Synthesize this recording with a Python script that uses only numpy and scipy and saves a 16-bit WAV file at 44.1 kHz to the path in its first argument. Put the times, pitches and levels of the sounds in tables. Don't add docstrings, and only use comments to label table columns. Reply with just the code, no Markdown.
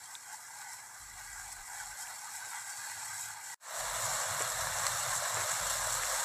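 import sys
import numpy as np
from scipy import signal
from scipy.fft import rfft, irfft, next_fast_len
from scipy.io import wavfile
from scipy.ndimage import uniform_filter1d, map_coordinates

SR = 44100
rng = np.random.default_rng(int(sys.argv[2]) if len(sys.argv) > 2 else 0)


def to_wav(s):
    ch = np.atleast_2d(s).T
    pcm = np.round(np.clip(ch, -1, 1) * 32767)
    wavfile.write(sys.argv[1], SR, pcm.astype(np.int16))


def linear_from_db(decibels):
    return 10 ** (np.asarray(decibels, float) / 20)


N = 275184

CUT_S, FADE_IN_S, FULL_S = 3.5445, 3.597, 3.8
STEP = 64
REFERENCE_DB = -46

# time in seconds, level in dB.
VIGOUR_SIDE = [(0, -51.5), (1.1, -51.5), (1.4, -48.5), (1.9, -48), (2.4, -47.5), (2.85, -45), (3.5, -44.5)]
VIGOUR_ABOVE = [(3.8, -40.5), (4.1, -38.5), (5.2, -38.5), (6.24, -37)]
# dB over the vigour, dB of growth per dB of vigour.
BOIL_BALANCE = [(-3, 0.94), (1, 0.64)]
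SPATTER_BALANCE = [(-11, 1.23), (-8.5, 0.86)]
# middle in seconds,
# length in seconds, large bubbles in dB, small bubbles in dB.
SURGES = [(0.147, 0.036, 0.5, 3.5), (.19, .04, -4, -2.5), (.23, .04, 0.5, 0.5), (0.334, 0.042, 3, 4.5),
          (.46, .08, -1, 0.5), (0.61, 0.075, 4, 1.5), (.73, 0.066, 1, 4), (0.795, 0.035, 3, -0.5),
          (1.206, 0.067, 4, 2.5), (1.525, 0.022, 2, 5), (1.572, 0.12, -1.5, -2), (1.754, .11, 4, 2),
          (2.02, 0.066, 0.2, 4), (2.106, .08, 3, 2), (2.22, .06, -1.5, 0), (2.273, 0.046, 3, .3),
          (2.36, 0.062, 0.2, 5), (2.454, .05, 3, 0.5), (2.495, .05, -3.5, 1.5), (2.546, 0.076, 4, 0.5),
          (2.63, .06, -1.7, -0.5), (2.702, 0.035, -1.2, 1), (2.824, 0.083, -1.5, 1.1),
          (3.085, 0.073, 0.5, 0.5), (3.204, 0.065, -2.2, 3), (3.277, .12, -1.5, 0.5),
          (3.394, 0.12, -2, -5.5), (3.506, .1, -3, -0.5),
          (4.04, 0.099, -0.2, 2.1), (4.42, 0.14, 1, 0.5), (4.51, 0.058, -2, 0.63),
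                (4.78, 0.039, 1.5, 2.1), (4.87, 0.024, 3, 2.7), (5.0, 0.075, .3, 2.1),
                (5.12, 0.084, 1.1, 1.3), (5.17, 0.036, -2.5, 2.4), (5.24, 0.051, 1.5, .3),
                (5.52, 0.09, 1.5, 1.5), (5.72, .08, -.6, 2.1), (5.93, .1, -0.1, 2.3),
                (5.99, .05, 1.5, 0.26), (6.06, 0.056, -1.2, 1.3)]
# middle in seconds, length in seconds, level in dB.
SHADES = [(.27, .05, -2.5), (0.475, .14, -4.5), (.87, 0.14, -4.5), (1.35, .1, -3), (1.705, .12, -6),
          (2.067, 0.066, -2), (2.68, .12, -2.5), (3.423, 0.083, -4), (5.715, 0.076, 2.1)]
# changes per second, depth in dB.
SEETHE = [(20, -0.82), (45, 0.05), (110, 0.8), (300, -0.43)]
# middle in seconds, length in seconds, level in dB.
GURGLES = [(.18, .05, 1), (.38, .05, 11), (.57, .08, 10), (.8, .15, 6), (0.957, .09, 9), (1.15, .16, 5),
           (1.56, .08, 0), (1.77, .15, 6), (1.94, .07, 12), (2.46, .08, 11), (2.71, .1, 8), (2.88, .07, 11),
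           (2.983, .07, 15), (3.43, .1, 10), (3.53, .06, 6), (2.1, 0.11, 12), (3.15, 0.18, 0),
           (3.62, .06, -15), (4.28, 0.052, 1), (4.97, .08, -7), (5.147, 0.067, -11), (5.432, 0.095, 3),
           (5.543, 0.057, -13), (5.63, .08, 0)]
# pitch in Hz, width in Hz, level in dB.
POT_MODES = [(881, 200, -0.5), (1220, 127, -4), (1546, 292, -0.5), (1931, 160, -4), (2265, 57, -7)]
# frequency in Hz, density in dB per Hz.
HOLLOW_TONE = [(180, -62), (300, -39), (371, -34.5), (511, -6.5), (632, -1), (796, -3.5), (1080, 0),
               (1270, -1), (1380, -2.5), (1620, -1.5), (2170, -8.5), (2500, -14.5), (3250, -51.5),
               (5500, -120)]
# frequency in Hz, density in dB per Hz.
SPATTER_TONE_SIDE = [(2300, -35), (2480, 0), (2620, -20), (2800, -3), (3010, -15.5), (3270, -2),
                     (3500, -8.5), (3850, -1), (4150, -2), (4400, 0.5), (4600, -3.5), (4800, -37),
                     (5200, -53)]
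SPATTER_TONE_ABOVE = [(2200, -49), (2560, -8), (2850, -2), (3090, -7.5), (3340, -1.5), (3960, 2),
                      (4400, 0.5), (4650, -4), (4900, -27), (5400, -50)]
# frequency in Hz, density in dB per Hz.
FIZZ_TONE_SIDE = [(4200, -40), (4800, -14.5), (5400, -5.5), (6050, -8.5), (7710, 0), (8710, -5.5),
                  (9350, -15), (10800, -10), (12500, -17.5), (13900, -36), (15000, -28), (15700, -16)]
FIZZ_TONE_ABOVE = [(4300, -39), (4900, -11), (5400, -3.5), (6300, -4.5), (7700, 3), (8200, 0), (9330, -12),
                   (10900, -9.5), (12700, -14.5), (13900, -34.5), (14900, -21.5), (15700, -22)]
# frequency in Hz, density in dB per Hz.
PRICKLE_TONE = [(8500, -40), (10000, -1), (12000, -8), (14000, -9), (15700, -21)]
# frequency in Hz, density in dB per Hz.
FLUTTER_TONE_SIDE = [(34, -38), (58, -16), (75, 2.5), (114, 6.5), (178, -16), (216, -15), (265, -16),
                     (300, -10), (390, -56), (660, -120)]
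FLUTTER_TONE_ABOVE = [(34, -29), (58, -19), (97, 1), (124, 1.5), (147, -2.5), (211, -15.5), (242, -33),
                      (300, -39), (390, -48), (660, -120)]
# start in seconds, length in seconds, flutter in dB, throb in dB.
GUSTS = [(0, 0.028, -67, -110), (.17, .16, -82, -91), (.46, 0.58, -77.5, -85), (1.003, 0.64, -67.5, -62.5),
         (1.67, 0.12, -71, -73), (1.8, 0.14, -66.5, -66), (2.0, .17, -75, -76), (2.3, .09, -71, -86),
         (2.407, 0.29, -74, -97), (2.777, .06, -63, -89), (2.89, 0.46, -67, -88), (3.35, .18, -77, -95),
         (3.796, 0.2, -60, -60), (3.978, 0.22, -53.5, -64), (4.27, .13, -52, -88), (4.417, 0.089, -56, -72),
         (4.517, 0.455, -53, -60), (4.97, 0.12, -57, -69), (5.067, .17, -55.5, -62),
         (5.322, 0.13, -52.5, -68), (5.51, 0.039, -51.5, -80), (5.596, 0.19, -54, -58),
         (5.766, 0.25, -57, -56), (6.02, .19, -62.5, -60.5)]
# level beside in dB, level above in dB.
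EMBERS = [(-84, -68.5), (-100, -82)]
# frequency in Hz, density in dB per Hz.
AIR_TONE = [(20, -30), (120, 3), (300, -5.5), (700, -4), (2000, -23), (15000, -8)]
# peak time in seconds, peak in dB, pitch in Hz, rise in ms.
SNAPS = [(.0386, -49, 4400, 2.5), (.153, -32, 3680, .8), (.1532, -42, 2300, .5), (.153, -41, 8000, .4),
         (.7297, -40, 5500, .6), (.7345, -32, 10000, .13), (1.5268, -37, 10500, .2), (2.072, -41, 2700, .5),
         (4.8673, -23, 4330, .8), (4.8672, -25, 7000, .12), (4.8676, -27, 9500, .3),
         (4.867, -31, 11800, .3), (4.8674, -29, 6000, .3), (4.8672, -31, 2900, .4), (4.868, -25, 1300, .5),
         (4.87, -26, 1800, .5), (4.8703, -30, 5500, 1), (5.087, -34, 3000, .5), (5.369, -27, 1300, .5),
         (5.3715, -25, 1300, .5), (6.0354, -23, 1700, .35)]
# peak time in seconds, peak in dB.
SPITS = [(.291, -38), (.3314, -37), (.7338, -35), (1.5268, -34), (1.801, -34), (1.8592, -34), (2.5051, -33),
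         (2.5481, -31), (3.2121, -28), (4.4222, -20), (4.5007, -25), (4.8675, -22), (5.1791, -25),
         (5.3449, -24), (5.7138, -23), (5.9261, -24), (5.9415, -24)]
# start in seconds, level in dB, time to fall 60 dB in seconds.
PLOPS = [
    (1.583, -51.5, .07),
    (2.469, -53, 0.13),
    (2.97, -62, 0.091),
    (4.405, -32, 0.067),
    (5.367, -35.5, 0.11),
    (5.4, -43, 0.32),
    (6.036, -36.5, 0.054),
]
# frequency in Hz, density in dB per Hz.
PLOP_TONE = [(150, -27), (280, -8), (450, 4), (800, 4), (2000, 1.5), (3500, -6), (8000, -47)]


def unit(x):
    return x / np.sqrt(np.mean(x ** 2) + 1e-20)


def level_curve(table):
    seconds, db = np.transpose(table)
    return np.interp(np.arange(N) / SR, seconds, db)


def controls(rows):
    return [np.interp(np.arange(N), np.arange(len(row)) * STEP, row) for row in rows]


def bump(middle_s, length_s):
    t = np.arange(0, N, STEP) / SR
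    return np.exp(-np.log(16) * ((t - middle_s) / length_s) ** 2)


def swells(table):
    return controls([sum(db * bump(middle, length) for middle, length, db in table)])[0]


def wobble(rate):
    knots = rng.standard_normal(int(N * rate / SR) + 4)
    return map_coordinates(knots, [np.arange(N) * rate / SR])


def beside():
    return np.arange(N) < (CUT_S + .03) * SR


def two_views(side, above):
    return np.where(beside(), unit(side), unit(above))


def coloured(x, tone):
    m = 2 * next_fast_len(N // 2 + 8192)
    hz, db = np.transpose(tone)
    log_hz = np.log(np.fft.rfftfreq(m, 1 / SR) + 1)
    gain = linear_from_db(np.interp(log_hz, np.log(hz + 1), db, -100, -100))
    cepstrum = irfft(np.log(gain), m)
    cepstrum[1:m // 2] *= 2
    cepstrum[m // 2 + 1:] = 0
    return irfft(rfft(x, m) * np.exp(rfft(cepstrum)), m)[:N]


def patchy(x, depth_db, size, window=256):
    z = signal.stft(x, nperseg=window)[2]
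    field = uniform_filter1d(rng.standard_normal(z.shape), size[0], 0)
    field = uniform_filter1d(field, size[1], 1)
    return signal.istft(z * linear_from_db(depth_db * unit(field)), nperseg=window)[1][:N]


def bursts(per_s, spread_db, hiss):
    when, size, sign = rng.random((3, N))
    heights = linear_from_db(-spread_db * np.log(size + 2e-3))
    train = (when < per_s / SR) * heights * np.sign(sign - .5)
    return np.sqrt(1 - hiss) * unit(train) + np.sqrt(hiss) * rng.standard_normal(N)


def modes(x, table, waver_db, rate):
    out = np.zeros(N)
    for hz, width, db in table:
        b, a = signal.iirpeak(hz, hz / (1.265 * width), SR)
        ring = signal.lfilter(b, a, signal.lfilter(b, a, x))
        out += linear_from_db(db + waver_db * wobble(rate)) * ring
    return out


def frying_levels():
    vigour_db = np.where(beside(), level_curve(VIGOUR_SIDE), level_curve(VIGOUR_ABOVE))
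    surges = SURGES
    large_db, small_db = controls(sum(np.outer(db, bump(s, length)) for s, length, *db in surges))

    def balanced(layer):
        views = [REFERENCE_DB + over + growth * (vigour_db - REFERENCE_DB) for over, growth in layer]
        return np.where(beside(), *views)

    boil_db = balanced(BOIL_BALANCE) + large_db
    spatter_db = balanced(SPATTER_BALANCE) + 0.63 * large_db + 0.32 * small_db + swells(SHADES)
    return boil_db, spatter_db, vigour_db + small_db


def boil(swarm):
    gurgle_db = swells(GURGLES)
    lumpy = patchy(swarm, 3.2, size=(2, 3), window=1024)
    wall = signal.butter(6, (705, 2520), "band", fs=SR, output="sos")
    through_wall = signal.sosfilt(wall, modes(lumpy, POT_MODES, waver_db=1.66, rate=17))
    gurgle = linear_from_db(gurgle_db - 24) * modes(swarm, [(653, 210, 0)], waver_db=1.5, rate=15)
    hollow = coloured(patchy(swarm, 2, size=(2, 4), window=1024), HOLLOW_TONE)
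    deep = signal.sosfiltfilt(signal.butter(3, 620, fs=SR, output="sos"), hollow)
    return two_views(through_wall + gurgle, hollow + (linear_from_db(gurgle_db) - 1) * deep)


def spatter(swarm):
    hollowed = patchy(swarm, 4, size=(2, 7), window=1024)
    even = patchy(swarm, 2, size=(2, 4), window=1024)
    return two_views(coloured(hollowed, SPATTER_TONE_SIDE), coloured(even, SPATTER_TONE_ABOVE))


def fizz(swarm):
    high = patchy(swarm, 1.33, size=(5, 10))
    return two_views(coloured(high, FIZZ_TONE_SIDE), coloured(high, FIZZ_TONE_ABOVE))


def prickle(fizz_db):
    surge_db = fizz_db - uniform_filter1d(fizz_db, size=SR // 2)
    droplets = unit(coloured(bursts(2500, spread_db=3.2, hiss=.2), PRICKLE_TONE))
    return linear_from_db(-13.5 + 0.67 * surge_db) * droplets


def sizzle():
    boil_db, spatter_db, fizz_db = frying_levels()
    seethe_db = sum(depth_db * wobble(rate) for rate, depth_db in SEETHE)
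    swarm = bursts(6000, spread_db=2.9, hiss=.45)
    low = swarm * linear_from_db(0.24 * seethe_db)
    bright = fizz(swarm * linear_from_db(seethe_db)) + prickle(fizz_db)
    return linear_from_db(boil_db + 1.3) * boil(low) + linear_from_db(spatter_db + 0.68) * spatter(low) + linear_from_db(fizz_db - 0.25) * bright


def draught():
    t = np.arange(0, N, STEP) / SR
    edge_s = 0.05

    def hold(start, length):
        inside_s = np.minimum(t - start, start + length - t)
        return np.clip(inside_s / edge_s + .5, 0, 1) ** 2

    murmur = [linear_from_db(np.where(t < FULL_S - .03, *db)) ** 2 for db in EMBERS]
    gusts = sum(np.outer(linear_from_db(db) ** 2, hold(start, length)) for start, length, *db in GUSTS)
    return controls(np.sqrt(murmur + gusts))


def flames():
    flutter_gain, throb_gain = draught()
    gas = rng.standard_normal(N) * linear_from_db(1.5 * wobble(26))
    flutter = two_views(coloured(gas, FLUTTER_TONE_SIDE), coloured(gas, FLUTTER_TONE_ABOVE))
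    throb_hz = 45 + 6 * wobble(30)
    throb = np.sqrt(2) * np.sin(2 * np.pi * np.cumsum(throb_hz) / SR) * linear_from_db(2.5 * wobble(26))
    return flutter_gain * flutter + throb_gain * throb


def air():
    level_db = np.where(np.arange(N) / SR < FADE_IN_S, -68, -62)
    return linear_from_db(level_db) * unit(coloured(rng.standard_normal(N), AIR_TONE))


def pops(events):
    out = np.zeros(N + SR)
    t = np.arange(900) / SR
    for peak_s, db, hz, rise_ms in events:
        rises = 1000 * t / rise_ms
        swell = rises ** 2 * np.exp(2 - 2 * rises)
        ring = np.sin(2 * np.pi * (hz * t + rng.random()))
        start = round((peak_s - rise_ms / 1000) * SR)
        out[start:start + len(t)] += linear_from_db(db) * swell * ring
    return signal.sosfilt(signal.butter(2, 700, "high", fs=SR, output="sos"), out[:N])


def snaps():
    return pops(SNAPS)


def spits():
    pitch_hz, scatter_hz, rise_ms = 7550, 250, .7
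    return pops([(s, db, pitch_hz + scatter_hz * rng.normal(), rise_ms) for s, db in SPITS])


def plops():
    t = np.arange(N) / SR
    shape = np.zeros(N)
    for start, db, t60 in PLOPS:
        attack = np.clip((t - start) / 0.0019, 0, 1)
        shape += attack * linear_from_db(db - 60 * np.maximum(t - start, 0) / t60)
    return shape * unit(coloured(bursts(900, spread_db=-3.0, hiss=0.89), PLOP_TONE))


def scene():
    t = np.arange(N) / SR
    trail = linear_from_db(-29) * np.clip((CUT_S + .024 - t) / .014, .1, 1)
    fade_in = np.clip((t - FADE_IN_S) / (FULL_S - FADE_IN_S), 0, 1) ** 1.07
    edit = np.where(t < CUT_S, 1, np.maximum(trail, fade_in))
    mix = sizzle() + flames() + air() + snaps() + spits() + plops()
    noise_floor = linear_from_db(-92) * rng.standard_normal(N)
    return (edit * mix + noise_floor)[None]


def low_pass(x):
    return signal.sosfilt(signal.butter(12, 15880, fs=SR, output="sos"), x)


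def record(dry):
    spectrum = rfft(dry) * (np.fft.rfftfreq(N, 1 / SR) < 15500)
    return low_pass(irfft(spectrum, N))


dry = scene()
out = record(dry)
to_wav(out)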